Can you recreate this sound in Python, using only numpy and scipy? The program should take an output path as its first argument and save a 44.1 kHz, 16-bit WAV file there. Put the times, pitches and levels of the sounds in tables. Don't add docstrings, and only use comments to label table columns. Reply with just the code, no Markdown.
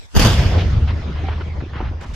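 import sys
import numpy as np
from scipy import signal
from scipy.fft import rfft, irfft
from scipy.io import wavfile
from scipy.ndimage import uniform_filter1d

SR = 44100
rng = np.random.default_rng(int(sys.argv[2]) if len(sys.argv) > 2 else 0)


def bounce(signal):
    frames = np.transpose(np.atleast_2d(signal))
    limited = np.clip(frames, -1, 1)
    pcm = np.round(limited * 32767).astype(np.int16)
    wavfile.write(sys.argv[1], SR, pcm)


N = 94815

# frequency_hz, likeness (-1 to 1)
AIR_LIKENESS = [(300, -0.078), (8000, -0.028)]
# frequency_hz, likeness (-1 to 1)
NEAR_LIKENESS = [(60, 1), (500, 0.83), (1640, 0.52), (4940, 0.18), (14900, 0.47)]
# frequency_hz, lead_radians
NEAR_LEAD = [(2500, 0.12), (4500, 1.3), (8000, 1.6)]
# frequency_hz, balance_db
NEAR_BALANCE = [(2000, 0.5), (5000, -4), (13000, -1)]
# frequency_hz, likeness (-1 to 1)
FAR_LIKENESS = [(60, 0.43), (180, 1), (540, 0.65), (1640, 0.27), (4940, 0.33), (14900, 0.25)]


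def amp(db):
    return 10 ** (np.asarray(db) / 20)


def evened(x):
    return x / np.sqrt(np.mean(x ** 2) + 1e-20)


def read(points, hz):
    f, value = np.transpose(points)
    return np.interp(np.log(hz + 1), np.log(f + 1), value)


def curve(points):
    s, db = np.transpose(points)
    return amp(np.interp(np.arange(N) / SR, s, db, left=-120))


def burst(t, rise, hold, fall):
    return np.clip(t / rise, 0, 1) * np.exp(-np.maximum(t - hold, 0) / fall)


def grain(depth_db, count):
    flutter = evened(uniform_filter1d(rng.standard_normal(count), size=80))
    return evened(amp(depth_db * flutter))


def noise(spectrum, same, phase=((1, 0), (2, 0)), pan=((1, 0), (2, 0))):
    hz = np.fft.rfftfreq(N, 1 / SR)
    a, b = rfft(rng.standard_normal((2, N)), axis=1)
    likeness = np.clip(read(same, hz), -1, 1)
    turn = amp(read(pan, hz) / 2) * np.exp(.5j * read(phase, hz))
    left = a * turn
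    right = (likeness * a + np.sqrt(1 - likeness ** 2) * b) / turn
    return evened(irfft(np.array([left, right]) * amp(read(spectrum, hz)), N, axis=1))


def undying(hz):
    return hz + np.inf


def shaped(x, t60, start, patchy_db, flicker_db):
    hz, t, z = signal.stft(x, SR, nperseg=256, noverlap=192)
    patches = uniform_filter1d(rng.standard_normal(z.shape[1:]), size=3, axis=0)
    patches = evened(uniform_filter1d(patches, size=30, axis=1))
    flicker = evened(uniform_filter1d(rng.standard_normal(len(t)), size=8))
    decay_db = -60 * np.maximum(t - start, 0) / t60(hz)[:, None]
    db = patchy_db * patches + flicker_db * flicker + decay_db
    return signal.istft(z * amp(db), SR, nperseg=256, noverlap=192)[1][:, :N]


def air():
    # time_s, level_db
    air_level = [(0, -47), (.05, -46.5), (.08, -53.5), (.14, -45), (2.15, -74.5)]
    # frequency_hz, relative_db (per Hz)
    air_colour = [(15, -24), (65, 11.5), (150, 1), (250, -4), (3300, -9.5), (4900, -8.5), (8000, -19),
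                  (15300, -36.5)]
    bed = shaped(noise(air_colour, AIR_LIKENESS), undying, 0, patchy_db=4.5, flicker_db=0.7)
    return curve(air_level) * bed


def rumble():
    # frequency_hz, relative_db (per Hz)
    rumble_colour = [(8.8, -43.5), (15, -6.5), (76, 2), (97, -4.5), (124, -6.5), (250, -25), (480, -120)]
    # time_s, level_db
    rumble_level = [(.125, -62), (.165, -10.5), (.2, -24), (.27, -14.5), (.54, -15.5), (.9, -17.5),
                    (1.02, -25.5), (1.3, -21), (1.47, -26.5), (1.59, -22.5), (1.66, -31.5), (1.8, -25.5),
                    (1.87, -20.5), (2, -29), (2.045, -40.5), (2.09, -25), (2.15, -27)]
    boom_hz, boom_sag_hz_per_s, boom_width_hz, boom_db = 88.6, 7.4, 16, 9
    swell_held = .8
    side_share = 0.051
    push_s, push_length_s, push_hz, push_db = .188, .065, 36, -9
    t = np.arange(N) / SR
    x = noise(rumble_colour, AIR_LIKENESS)
    turn = np.exp(2j * np.pi * (boom_hz - boom_sag_hz_per_s * t / 2) * t)
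    r = np.exp(-np.pi * boom_width_hz / SR)
    boom = 2 * (turn * signal.lfilter([1 - r], [1, -r], x / turn, axis=1)).real
    middle, side = x + amp(boom_db) * boom
    swell = np.sqrt(abs(uniform_filter1d(middle ** 2, size=2200)) + 0.0073)
    body = evened(middle / swell ** swell_held) + side_share * np.array([side, -side])
    u = np.clip((t - push_s) / push_length_s, 0, 1)
    push = amp(push_db) * np.sin(np.pi * u) * np.sin(2 * np.pi * push_hz * (t - push_s))
    return curve(rumble_level) * body + push


def cracks():
    # start_s, level_db (before the treble loss), hold_s, treble_loss_db (at 10 kHz)
    arrivals = [(0.138, -35, 0.0098, 12), (.148, -23.5, 0.026, 2.5), (0.16, -13.5, 0.013, 4.5),
                (0.192, -9, 0.0078, 1.5), (0.215, -16.5, 0.028, 11.5), (0.245, -14.5, 0.025, 5),
                (0.269, -25.5, 0.069, 10)]
    # frequency_hz, relative_db (per Hz)
    crack_colour = [(59, -5), (140, -19), (200, -3.5), (539, -14), (1540, -18), (2030, -23.5), (2160, -43),
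                    (2730, -17), (3500, -19), (4100, -37.5), (4750, -11.5), (5400, -31.5), (6100, -18),
                    (8500, -38.5), (13200, -24), (15300, -48.5)]
    rise_s, fall_s, treble_loss_hz = 0.0038, 0.009, 10000
    t, hz = np.arange(N) / SR, np.fft.rfftfreq(N, 1 / SR)
    z = rfft(noise(crack_colour, NEAR_LIKENESS, NEAR_LEAD, NEAR_BALANCE), axis=1)
    out = np.zeros((2, N))
    for s, db, hold, loss_db in arrivals:
        dulled = irfft(z * amp(-loss_db * hz / treble_loss_hz), N, axis=1)
        out += amp(db) * burst(t - s, rise_s, hold, fall_s) * dulled
    return grain(4, count=N) * out


def opposed(x):
    until_s, fade_s, bass_hz, strength = .19, .012, 400, 2.2
    low = signal.sosfiltfilt(signal.butter(2, bass_hz, fs=SR, output="sos"), x.mean(0))
    steps = np.clip((np.arange(N) / SR - until_s) / fade_s, -50, 50)
    share = strength / (1 + np.exp(steps))
    side = share * signal.hilbert(low).imag
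    return x + np.array([side, -side])


def echoes():
    # time_s, level_db
    echo_level = [(.15, -65), (.4, -25.5), (.9, -32.5), (1.2, -34), (1.5, -36.5), (2.15, -41)]
    # frequency_hz, relative_db (per Hz)
    echo_colour = [(71, -43.5), (120, -3), (216, -12), (2960, -29.5), (6400, -45), (8170, -61.5),
                   (15300, -82.5)]
    wash = shaped(noise(echo_colour, FAR_LIKENESS), undying, 0, patchy_db=3.5, flicker_db=0.0)
    return curve(echo_level) * wash


def roar():
    # frequency_hz, relative_db (per Hz)
    roar_colour = [(71, -30.5), (150, -5.5), (352, -20.5), (572, -16), (2140, -21.5), (3480, -20),
                   (3860, -28.5), (4920, -23.5), (8170, -35), (12300, -41), (13600, -45.5), (14000, -90)]
    # frequency_hz, t60_s
    roar_t60 = [(300, 2.43), (1000, 0.77), (2500, 1.14), (5000, 1.24), (9000, 0.62), (14000, 1.07)]
    start_s, rise_s, level_db = 0.17, 0.048, -15.5
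    x = noise(roar_colour, NEAR_LIKENESS, NEAR_LEAD, NEAR_BALANCE)
    x = shaped(x, lambda hz: read(roar_t60, hz), start_s + rise_s, patchy_db=1.77, flicker_db=0.6)
    return amp(level_db) * np.clip((np.arange(N) / SR - start_s) / rise_s, 0, 1) * x


def surges():
    # centre_s, peak_db, pitch_hz
    returns = [(.268, -6.5, 109), (.33, -10, 71), (.4, -7, 65), (0.456, -16, 92), (0.517, -19, 88),
               (0.578, -10, 80), (.64, -13.5, 90.5), (0.721, -14.5, 65), (.77, -10, 95.7), (0.849, -10, 69),
               (0.926, -15, 101.5)]
    spread_s = 0.013
    steepness = 0.25
    t, out = np.arange(N) / SR, np.zeros(N)
    for s, db, hz in returns:
        turn = 2 * np.pi * (hz * (t - s) + rng.random())
        swell = amp(db) * np.exp(-.5 * ((t - s) / spread_s) ** 2)
        out += swell * np.sin(turn + steepness * np.sin(turn))
    return out


def debris():
    # start_s, level_db (before the envelope), centre_hz, width_hz, hold_s
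    landings = [(0.508, -28.5, 370, 850, 0.074), (0.578, -31, 2700, 3420, 0.039),
                (0.874, -33.5, 1470, 3860, 0.036), (1.149, -42, 1550, 2930, 0.1),
                (1.28, -31, 900, 2030, 0.017), (1.303, -34, 900, 2600, 0.035),
                (1.399, -34, 800, 2540, 0.022), (1.601, -36.5, 1100, 1850, 0.013),
                (1.619, -31.5, 280, 393, 0.012), (1.73, -38.5, 1310, 1980, 0.03),
                (1.754, -35, 1110, 2240, 0.041), (1.804, -30, 700, 1500, 0.014),
                (1.823, -36, 900, 2030, 0.04), (1.866, -40.5, 1210, 2870, 0.027),
                (2.004, -39, 600, 2500, 0.051)]
    # start_s, peak_db, pitch_hz, length_s
    hard_knocks = [(1.237, -30.5, 777, 0.024), (1.26, -33.5, 760, 0.031), (1.285, -19.5, 800, 0.0052),
                   (1.286, -28.5, 480, 0.0084), (1.407, -26, 380, 0.016), (1.605, -33.5, 1350, 0.0043),
                   (1.637, -19, 273, .004), (1.661, -29.5, 335, .012), (1.755, -26, 297, 0.0051),
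                   (1.824, -21.5, 286, 0.0064), (1.8024, -21.5, 865, 0.0053), (1.805, -18, 329, 0.0041),
                   (1.91, -30, 304, 0.01)]
    rise_s, fall_share, likeness = 0.0049, 0.28, 0.71
    dull_hz, thin_hz = 5330, 150
    count = 8192
    out, t = np.zeros((2, N + count)), np.arange(count) / SR
    hz = np.fft.rfftfreq(count, 1 / SR)
    for s, db, centre_hz, width_hz, hold in landings:
        a, b = rng.standard_normal((2, count))
        pair = np.array([a, likeness * a + np.sqrt(1 - likeness ** 2) * b])
        resonance = 1 / (1 + ((hz - centre_hz) / (width_hz / 2)) ** 2)
        colour = resonance * hz / (hz + thin_hz) / (1 + (hz / dull_hz) ** 8)
        pair = evened(irfft(rfft(pair * grain(1, count), axis=1) * colour, axis=1))
        at = round(s * SR)
        out[:, at:at + count] += amp(db) * pair * burst(t, rise_s, hold, fall_share * hold)
    for s, db, knock_hz, length in hard_knocks:
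        at = round(s * SR)
        arch = np.sin(np.pi * np.minimum(t / length, 1) ** 0.75)
        out[:, at:at + count] -= amp(db) * arch * np.sin(2 * np.pi * knock_hz * t)
    return out[:, :N]


def rustles():
    # start_s, level_db, hold_s
    stirs = [(2.008, -41.5, 0.0048), (2.018, -48, 0.028), (2.058, -52, 0.077), (2.135, -40, .03)]
    # frequency_hz, relative_db (per Hz)
    rustle_colour = [(590, -29), (1000, -14.5), (6010, -19.5), (12100, -40), (15300, -48)]
    t = np.arange(N) / SR
    level = sum(amp(db) * burst(t - s, 0.0063, hold, 0.0055) for s, db, hold in stirs)
    return level * noise(rustle_colour, FAR_LIKENESS)


def scene():
    blast = opposed(cracks() + rumble())
    rolling_back = echoes() + roar() + surges()
    return air() + blast + rolling_back + debris() + rustles()


def record(dry):
    edge_hz = 15450
    band_limit = signal.firwin(511, edge_hz, window=("kaiser", 9), fs=SR)
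    return signal.oaconvolve(np.clip(dry, -1, 1), band_limit[None], "same")


dry = scene()
out = record(dry)
bounce(out)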